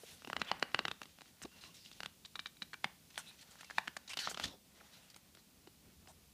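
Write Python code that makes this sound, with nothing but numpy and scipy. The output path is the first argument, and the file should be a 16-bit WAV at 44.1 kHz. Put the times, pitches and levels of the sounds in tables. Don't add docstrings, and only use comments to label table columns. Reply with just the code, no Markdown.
import sys
import numpy as np
from scipy import signal
from scipy.fft import rfft, irfft
from scipy.io import wavfile
from scipy.ndimage import uniform_filter1d

SR = 44100
rng = np.random.default_rng(int(sys.argv[2]) if len(sys.argv) > 2 else 0)


def gain_from_db(level_db):
    decades = np.asarray(level_db, float) / 20
    return 10 ** decades


def unload_audio(sound):
    columns = np.transpose(np.atleast_2d(sound))
    steps = np.round(np.clip(columns, -1, 1) * 32767)
    wavfile.write(sys.argv[1], SR, steps.astype(np.int16))


N = 279153

# pitch_hz, width_hz, level_db
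PAGE_MODES = [(776, 750, -0.5), (1480, 110, -0.5), (1960, 333, -0.5), (2570, 800, -2.5), (3900, 2800, 4),
              (6040, 1800, 0)]

# start_s, peak_db, ring_hz, edge_db
RIFFLE_SNAPS = [(0.035, -61, 515, -23), (0.22, -41, 2840, -25), (0.247, -34, 1920, -8),
                (0.273, -31.5, 720, -8.5), (0.2993, -24.5, 910, -21.5), (0.33, -21.5, 1430, -12),
                (0.365, -19.5, 1020, -6), (0.416, -16.5, 2850, -8), (0.5146, -13, 970, -10),
                (0.6257, -12.5, 2940, -8), (0.745, -11.5, 2700, -8), (0.7903, -15.5, 1400, -5.5),
                (0.852, -17.5, 1050, -6), (0.881, -22, 2690, -3.5), (0.913, -24.5, 3320, -2),
                (1.016, -29.5, 1360, -10), (1.055, -43, 3240, -1)]
# start_s, peak_db, ring_hz, edge_db
REGRIP_SNAPS = [(1.186, -45, 726, -11), (1.208, -44.5, 2660, 0), (1.217, -41.5, 790, -4),
                (1.257, -52.5, 1270, -9), (1.417, -39.5, 1500, -2), (1.4503, -51, 566, 8),
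                (1.637, -42, 4030, -3), (1.859, -52, 2950, 11), (1.914, -45, 3800, 1),
                (2.0036, -30, 1530, -4), (2.032, -30, 1540, -4), (2.059, -30, 3560, -2)]
# start_s, peak_db, ring_hz, edge_db
PICK_SNAPS = [
    (2.249, -44.5, 3700, 5),
    (2.355, -31.5, 1330, -2.5),
    (2.392, -26.5, 4070, -4),
    (2.4583, -28.5, 3900, -1.5),
    (2.568, -49.5, 3880, -0.5),
    (2.62, -29, 3900, -1),
    (2.732, -31.5, 1780, -9.5),
    (2.741, -30, 1230, -17),
]
# start_s, peak_db, ring_hz, edge_db
LIFT_SNAPS = [ (2.843, -15.5, 1020, -5.5), (3.143, -52, 3380, 2), (3.157, -48, 2650, 6.5),
              (3.1768, -25.5, 1630, -1), (3.311, -48, 2960, -13), (3.555, -44.5, 1360, -28),
              (3.609, -39.5, 1630, -41), (3.631, -39, 2300, -38), (3.699, -33, 1510, -42),
              (3.708, -32, 1740, -39), (3.7824, -12, 865, -7.5), (3.874, -32.5, 1540, -3),
              (3.878, -23, 1650, -8), (3.966, -28.5, 1540, -25)]
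# start_s, peak_db, ring_hz, edge_db
TURN_SNAPS = [(4.171, -26.5, 3130, -0.5), (4.189, -31, 4270, 3), (4.273, -19.5, 1350, -36),
              (4.286, -34, 1480, -13), (4.313, -30, 710, -32), (4.345, -33, 1080, -20),
              (4.373, -26, 1430, -5.5), (4.3975, -24, 1550, -6), (4.442, -42, 3300, -22),
              (5.143, -64, 3560, -10), (5.162, -44, 1350, -8), (5.17, -59, 1790, -16),
              (5.349, -50, 2220, -1.5), (5.371, -47, 530, -5.5), (5.672, -43, 774, -5),
              (6.058, -56, 880, -16), (6.073, -44.5, 860, -5)]

# pitch_hz, width_hz, level_db
STACK_RINGS = [(1530, 260, -3), (1920, 200, 0), (2800, 250, 2), (3820, 310, 5.5)]
CORNER_RINGS = [(1900, 200, 2), (2400, 76, 17.5), (3220, 210, 11), (3900, 220, 29)]
PEELED_RINGS = [(820, 270, 1.7), (1740, 360, 8.5), (2285, 127, 9), (3400, 520, 3.6)]
BENT_RINGS = [(1400, 130, -6), (1930, 300, -32), (3100, 92, -8), (4220, 390, -16)]

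# snaps, rings, thump_db under a middling snap, ring_ms, lowest_hz, spike_db
GESTURES = [
    (RIFFLE_SNAPS, STACK_RINGS, -24, 18.4, 180, -11.5),
    (REGRIP_SNAPS, STACK_RINGS, -24.5, 17.3, 140, 0.85),
    (PICK_SNAPS, CORNER_RINGS, -32, 24.5, 890, -9.5),
    (LIFT_SNAPS, PEELED_RINGS, -32, 20.5, 550, -11.5),
    (TURN_SNAPS, BENT_RINGS, -26, 25.3, 230, -27)]

# start_s, peak_db, centre_hz, treble_db, length_ms
SEEKING_SCRAPES = [(0.395, -37, 1360, -25, 22), (0.397, -46, 4200, -20, 16), (0.446, -51, 3220, -25, 34),
                   (0.47, -51, 2600, -15, 46), (0.715, -51, 1470, -5, 30), (1.422, -36, 1960, 13, 17),
                   (1.514, -51, 1450, -12, 32), (1.607, -43, 4000, 5, 85), (1.642, -44, 2800, -15, 46),
                   (1.741, -44, 3700, 9.5, 40), (1.764, -49, 3570, -12, 28), (1.847, -42.5, 3880, -27, 36),
                   (1.927, -40.5, 4620, -8, 9.3), (3.181, -30.5, 1480, 9, 30.5),
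                   (3.249, -51.5, 2570, 3, 120), (3.27, -53, 3900, 11, 33), (3.385, -47, 3180, 0, 43),
                   (3.41, -41.5, 4360, 9, 22), (3.505, -48.5, 7000, 13, 26), (3.47, -56, 4300, 5, 25),
                   (1.873, -50, 4500, 3, 18), (1.78, -51, 4200, 5, 30), (3.512, -49, 2940, -19, 14),
                   (3.585, -43.5, 1610, 0, 31)]
# start_s, peak_db, centre_hz, treble_db, length_ms
SWINGING_SCRAPES = [(4.091, -31.5, 3050, 2, 42), (4.19, -25, 4400, -1, 30), (4.214, -36, 3100, -19, 115),
                    (4.244, -32, 4070, -12, 53), (4.293, -32.5, 4600, 12, 36),
                    (4.403, -37.5, 3100, -20, 54), (4.422, -34, 3300, -8, 19), (4.499, -61, 3800, -20, 33),
                    (4.748, -53, 2140, -19, 67), (4.93, -49.5, 4100, 2, 60), (5.02, -52.5, 2800, 7, 97),
                    (5.38, -50, 4020, -8, 30), (6.081, -49, 3800, 14.5, 40)]
# start_s, peak_db, centre_hz, treble_db, length_ms
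RUFFLES = [(.5955, -30, 1100, -15, 3.7), (3.172, -40, 2600, -5, 5), (2.057, -43, 3000, -10, 3),
           (0.482, -56, 3260, -9, 7.6), (1.03, -29, 2200, -8, 6.1), (2.255, -34.5, 3870, -3, 8.8),
           (2.354, -34, 1240, 5.5, 15), (2.3955, -33, 3900, -9, 6.5), (2.4665, -30.5, 3600, -4, 7.6),
           (2.624, -29.5, 2400, -2, 8.5), (2.737, -31, 1200, 4, 5.9), (3.102, -42, 2650, -1, 13),
           (3.607, -34, 1620, 5.5, 10.6), (3.644, -36.5, 2300, -16, 7.4), (3.702, -35, 1600, -22, 12.1),
           (3.967, -26.5, 1580, -23, 7), (4.076, -35, 3850, -16, 14), (4.132, -26, 2780, 2.5, 13),
           (4.171, -25.5, 2920, 1, 13), (4.343, -27.5, 3220, -4, 7.3), (4.4405, -16.5, 3900, -10, 5.7),
           (4.453, -28, 3800, -10, 8.6), (4.479, -32, 3750, -12, 7.2), (2.047, -34, 1500, -10, 5.6),
           (5.099, -42.5, 4500, 4, 20), (5.143, -37, 3600, -17, 4.2), (5.162, -37, 1280, 0, 5.6),
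           (1.432, -27.5, 5230, -8, 7.9), (3.788, -32, 2200, -18, 3.5), (4.445, -26, 2970, -12, 14),
           (0.446, -38, 3400, -15, 6), (0.757, -44, 2700, -20, 8.2), (2.616, -43, 3900, -10, 4),
           (0.7165, -39, 2500, -6, 4), (4.43, -31, 4000, -2, 8), (4.437, -20, 3500, -6, 5),
           (3.425, -40, 1690, -5, 9.3), (3.54, -53, 1210, -15, 4)]

# start_s, length_s, from_hz, to_hz, level_db
GAP_WHISTLES = [(3.262, 0.0516, 3750, 3950, -56.5), (4.187, 0.11, 4500, 3900, -48),
                (4.2, 0.073, 1650, 1600, -51.5), (4.455, .1, 3900, 3600, -63),
                (4.47, .085, 5600, 5300, -68), (3.275, 0.028, 9600, 9200, -65),
                (3.178, .02, 9200, 8600, -52), (4.4, 0.031, 3100, 3200, -55),
                (4.436, 0.01, 3300, 3450, -36.5), (4.437, .01, 3700, 4400, -41.5),
                (4.447, .02, 3600, 3000, -48.5), (4.8, 0.02, 2800, 650, -59),
                (4.489, 0.081, 1000, 470, -62.5), (4.1, 0.14, 1800, 4600, -74),
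                (4.739, 0.139, 420, 820, -73), (.468, 0.042, 3350, 3230, -50),
                (.45, 0.071, 2500, 2400, -55), (6.075, 0.047, 710, 890, -62.5),
                (4.19, 0.083, 6900, 4700, -62), (4.293, 0.029, 7400, 5600, -52),
                (4.19, 0.08, 4300, 3000, -62), (1.74, 0.13, 5800, 4300, -65),
                (4.095, 0.035, 2100, 2800, -49)]
# start_s, length_s, from_hz, to_hz, level_db
EDGE_SINGING = [
    (1.649, 0.06, 1090, 1077, -68),
    (1.481, 0.15, 2700, 2830, -69.5),
    (1.634, 0.04, 4050, 4170, -66),
    (1.642, 0.1, 2850, 2780, -72),
    (3.196, 0.16, 2700, 2490, -67),
    (3.618, 0.21, 2830, 2490, -70),
    (3.8, 0.119, 2750, 2930, -69),
    (4.91, .07, 3780, 4100, -69),
]
# start_s, peak_db
TICKS = [(.2225, -60), (.2485, -53), (.2745, -42), (.3005, -43), (0.332, -43), (2.0048, -45), (2.0332, -45),
         (3.1432, -59), (3.1578, -52), (3.556, -49), (4.481, -52), (1.9145, -49), (0.3665, -54),
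         (0.516, -53), (0.748, -44), (0.791, -45), (0.853, -52), (3.7827, -32), (3.879, -36.5),
         (0.883, -42), (0.9145, -43), (1.0165, -42), (1.031, -49), (1.056, -51), (1.217, -45.5),
         (0.417, -38), (0.6264, -46), (1.4304, -59), (2.0595, -39), (2.8428, -41), (3.178, -31),
         (3.966, -39), (4.1714, -36), (4.1934, -41), (4.344, -41), (4.373, -46), (4.398, -39), (4.44, -35),
         (5.1018, -44), (5.1628, -38), (5.171, -46), (5.35, -45)]

# time_s, effort_db, breadth_db (palm high, fingertip low)
HAND = [(0, -61.5, -7.5), (.28, -62, -11.5), (.43, -68.5, 9), (.72, -65.5, 0.5), (.9, -66.5, -14),
        (1.6, -67, -1), (1.87, -61.5, -13.5), (2.2, -70, -6.5), (2.95, -79.5, 3.5), (3.2, -60, -12.5),
        (3.36, -66, -6.5), (3.77, -62, -9.5), (4.11, -68.5, -1), (4.48, -60.5, -30), (4.58, -72, -6.5),
        (4.97, -62.5, -3.5), (5.29, -77.5, 2.5), (6.33, -68.5, -7)]
# top_s, level_db, rise_and_fall_s
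DRAGS = [
    (.49, -55, 0.15),
    (.58, -74, 0.091),
    (3.51, -66, 0.17),
    (4.285, -52, 0.018),
    (4.41, -53, 0.026),
]
# top_s, level_db, rise_and_fall_s
FLICKS = [
    (4.25, -50, 0.052),
    (4.47, -62, 0.11),
    (3.3, -70, .08),
    (4.2, -68, .1),
    (4.4, -66, .12),
]
# top_s, level_db, rise_and_fall_s
SWISHES = [
    (.04, -63.5, 0.21),
    (.15, -68, 0.18),
    (4.215, -55, 0.091),
    (4.41, -63, 0.054),
    (4.97, -74, 0.16),
]
# top_s, level_db, rise_and_fall_s
BUMPS = [
    (.4, -59, 0.078),
    (.56, -61, 0.14),
    (.88, -59, 0.13),
    (1.455, -60.5, 0.064),
    (4.34, -58, 0.059),
    (4.48, -57, 0.14),
    (5.85, -70, 1),
]
ROOM_BANDS_DB = [-77, -68.5, -69, -73.5]

# start_s, peak_db, centre_hz
KNOCKS = [(0.034, -43, 485), (.803, -45, 404), (1.016, -45.5, 680), (1.452, -39.5, 385),
          (2.619, -49.5, 205), (2.843, -43.5, 167), (3.176, -46, 615), (3.7925, -42, 870),
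          (3.878, -48.5, 172), (3.9665, -35.5, 740), (5.672, -48, 332), (1.443, -46, 230),
          (1.448, -44, 310), (0.273, -46, 240), (0.624, -44.5, 227)]
# pitch_hz, density_db (per Hz)
ROOM_TONE = [(13, -69), (22, -34), (53, -2.5), (124, -5), (172, 1.5), (360, -13), (755, -17), (1820, -21.5),
             (2390, -15.5), (4250, -14), (14200, -18.5), (15400, -17.5)]


def noise(count):
    return rng.standard_normal(count)


def level(x, db):
    return x * gain_from_db(db) / np.sqrt(np.mean(x ** 2))


def peak(x, db):
    return gain_from_db(db) * x / np.abs(x).max()


def ring(x, hz, width_hz):
    return signal.lfilter(*signal.iirpeak(hz, hz / width_hz, fs=SR), x)


def band(x, lo_hz, hi_hz, order=2):
    edges = [lo_hz, min(hi_hz, .45 * SR)]
    return signal.sosfilt(signal.butter(order, edges, "band", fs=SR, output="sos"), x)


def even(x, lo_hz, hi_hz):
    return signal.sosfiltfilt(signal.butter(1, [lo_hz, hi_hz], "band", fs=SR, output="sos"), x)


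def walk(rate_hz):
    k = int(SR / rate_hz)
    held = np.repeat(noise(N // k + 1), k)
    return 1.3 * uniform_filter1d(uniform_filter1d(held, k), k)[:N]


def swells(rows):
    t = np.arange(N) / SR
    return sum(gain_from_db(db) * np.maximum(1 - np.abs(t - s) / max(span, .01), 0) ** 2 for s, db, span in rows)


def add(out, s, x):
    i = int(s * SR)
    out[i:i + len(x)] += x[:N - i]


def page(x, stretch=1):
    return sum(gain_from_db(db) * ring(x, hz * stretch, width) for hz, width, db in PAGE_MODES)


def slips(count, scatter_db):
    sizes = uniform_filter1d(rng.exponential(size=count), size=6)
    return level(noise(count) * gain_from_db(scatter_db * sizes), 0)


def snap(t, hz, edge_db, rings, thump_db, ring_s, low_hz, spike_db):
    push_s, table_echo_s, edge_lag_s = .0013, .0008, .0004
    after = np.maximum(t, 0)
    before = np.minimum(t, 0)
    creak = .04 * np.exp(before / 0.0059) + 0.27 * np.exp(before / 0.00071)
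    shake = slips(len(t), 2.0) * gain_from_db(-60 * after / ring_s) * np.clip(creak + after / .0016, 0, 1)

    bounce_s = max(round(hz * table_echo_s), 1) / hz
    push = np.exp(-((t - push_s) / .00009) ** 2)
    push = push + 0.23 * np.exp(-((t - push_s - bounce_s) / .0001) ** 2)

    drive = .5 * push + 0.3 * (ring_s / 0.012) * shake
    flutter = page(drive, 1 + .06 * rng.standard_normal()) + .8 * ring(drive, hz, 560)
    bend = 1 + .03 * rng.standard_normal()
    rung = sum(gain_from_db(db) * ring(1.5 * push + drive, f_hz * bend, width) for f_hz, width, db in rings)
    body = 0.78 * push + 1.4 * flutter + rung

    edge = np.roll(body + 0.94 * rung, int(edge_lag_s * SR))
    crack = band(drive, 7300, 9100, order=1)
    thump = band(noise(len(t)), 133, 340) * (after / .0028) * np.exp(1 - after / 0.0032)
    click = np.exp(-((t - push_s) / .00005) ** 2)
    return (peak(even(even(body, 260, 6440), low_hz, 2230), -3)
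            + peak(even(edge, 2470, 5050), edge_db - 0.5)
            + peak(crack, edge_db - 24.5)
            + peak(thump, thump_db + 3.5)
            + peak(even(click, 900, 12000), spike_db))


def snaps():
    middling_db, thump_slope, ring_ms_per_db = -31, -0.42, -0.17
    out, lead_s = np.zeros(N), .014
    t = np.arange(2900) / SR - lead_s
    for rows, rings, thump_db, ring_ms, low_hz, spike_db in GESTURES:
        for s, db, hz, edge_db in rows:
            harder_db = db - middling_db
            ring_s = max(ring_ms + ring_ms_per_db * harder_db, 3) / 1000
            soft_db = thump_db + thump_slope * harder_db
            add(out, s - lead_s, gain_from_db(db) * snap(t, hz, edge_db, rings, soft_db, ring_s, low_hz, spike_db))
    return out


def scrapes():
    out, t = np.zeros(N), np.arange(6600) / SR
    kinds = (SEEKING_SCRAPES, 0.51), (SWINGING_SCRAPES, 0.28), (RUFFLES, 0.19)
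    for s, db, hz, treble_db, ms, low in [(*row, low) for rows, low in kinds for row in rows]:
        catch_ms = 1.6 + 0.039 * ms
        along = t / (max(ms, 4) / 1000)
        catch = np.minimum(t / (max(catch_ms, .5) / 1000), 1)
        stroke = catch * np.exp(-.7 * along) / (1 + along ** 6)
        rub = slips(len(t), 4.0)
        sheet = band(page(rub, 1 + 0.15 * rng.standard_normal()), low * hz, 6200)
        body = level(sheet, 1.8) + level(ring(rub, hz, 0.072 * hz), -4.0)
        treble = level(band(rub, 4580, 9050), treble_db - 7.0)
        air = level(band(rub, 8200, 14000), treble_db - 23.0)
        add(out, s, gain_from_db(db - 18.0) * stroke * (body + treble + air))
    return out


def whistles():
    out = np.zeros(N)
    rows = [(*row, 330 + 0.097 * row[2]) for row in GAP_WHISTLES]
    rows += [(*row, 110) for row in EDGE_SINGING]
    for s, length_s, from_hz, to_hz, db, width_hz in rows:
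        air = uniform_filter1d(noise((2, 6600)), int(SR / max(width_hz, 50)))[:, :int(length_s * SR)]
        along = np.linspace(0, 1, air.shape[1])
        phase = 2 * np.pi * np.cumsum(from_hz + (to_hz - from_hz) * along) / SR
        breath = air[0] * np.cos(phase) + air[1] * np.sin(phase)
        add(out, s, level(breath, db) * np.sin(np.pi * along) ** .5)
    return out


def ticks():
    out, t = np.zeros(N), np.arange(400) / SR
    for s, db in TICKS:
        tick = band(noise(len(t)) * np.exp(-t / 0.0015), 5400, 11500)
        add(out, s, peak(tick, db - 4.5))
    return out


def slide():
    hiss_db, hiss_share, rumble_db = -69, 0.18, -70
    s, *controls = np.transpose(HAND)
    effort, breadth = (np.interp(np.arange(N) / SR, s, c) for c in controls)
    fibres = 3 * noise(N) * (rng.random(N) < 120 / SR)
    rub = slips(N, 3.0) + fibres
    sheet = page(rub) + .25 * rub
    grip_db = 2.0 * walk(40)

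    body = band(sheet, 373, 2300)
    edge = band(sheet, 2000, 4800, order=1)
    hiss = band(rub, 3830, 11300)
    rumble = ring(noise(N), 189, 100) + ring(noise(N), 76.6, 27.7)
    voices = [(body, effort + breadth, DRAGS), (edge, effort, FLICKS),
              (hiss, hiss_db + hiss_share * (effort - hiss_db), SWISHES), (rumble, rumble_db, BUMPS)]
    out = 0
    for (voice, steady_db, extra), quiet_db in zip(voices, ROOM_BANDS_DB):
        heard = np.hypot(gain_from_db(steady_db), swells(extra))
        above_room = np.sqrt(np.maximum(heard ** 2 - gain_from_db(quiet_db) ** 2, 0))
        out = out + level(voice, 0) * above_room * gain_from_db(grip_db + 2.0 * walk(24.98))
    return out


def knocks():
    out, t = np.zeros(N), np.arange(3000) / SR
    tone_share, cycles = 0.45, 0.99
    for s, db, hz in KNOCKS:
        along = t * hz / cycles
        dull = level(band(noise(len(t)), 0.88 * hz, 1.1 * hz, order=1), 0)
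        swing = tone_share * np.sin(2 * np.pi * hz * t) + (1 - tone_share) * dull
        add(out, s, peak(swing * along * np.exp(-along), db))
    return out


def room(x):
    t60_s, wet_db, top_hz = 0.29, -22.5, 4600
    t = np.arange(int(.5 * SR)) / SR
    clumps = gain_from_db(1.5 * walk(260)[:len(t)])
    wash = band(noise(len(t)) * clumps, 110, top_hz)
    wash = wash * gain_from_db(-60 * t / t60_s) * np.minimum(t / 0.0028, 1)
    return signal.fftconvolve(x, gain_from_db(wet_db) * wash / np.sqrt(np.sum(wash ** 2)))[:N]


def drone():
    top_s, top_db, rise_s = 6.38, -67.5, 1.9
    return level(ring(noise(N), 73, 9.9), 0) * swells([(top_s, top_db, rise_s)])


def room_tone():
    tone_db, whine_hz, whine_db = -66, 15000, -88
    hz, db = np.transpose(ROOM_TONE)
    bins_hz = np.arange(1, N // 2 + 2) * SR / N
    tone = irfft(rfft(noise(N)) * gain_from_db(np.interp(np.log(bins_hz), np.log(hz), db)), N)
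    whine = np.sqrt(2) * gain_from_db(whine_db) * np.sin(2 * np.pi * whine_hz * np.arange(N) / SR)
    return level(tone * gain_from_db(.5 * walk(0.93)), tone_db) + whine


def scene():
    paper = snaps() + scrapes() + whistles() + ticks()
    paper = paper - 0.25 * ring(paper, 2300, 720)
    return (paper + room(paper) + slide() + room_tone() + knocks() + drone())[None]


def band_limit(x):
    return signal.sosfilt(signal.butter(12, 16340, fs=SR, output="sos"), x)


def record(dry):
    top_hz = 15280
    mix = signal.sosfilt(signal.ellip(10, .2, 70, top_hz, fs=SR, output="sos"), dry)
    return band_limit(mix)


dry = scene()
out = record(dry)
unload_audio(out)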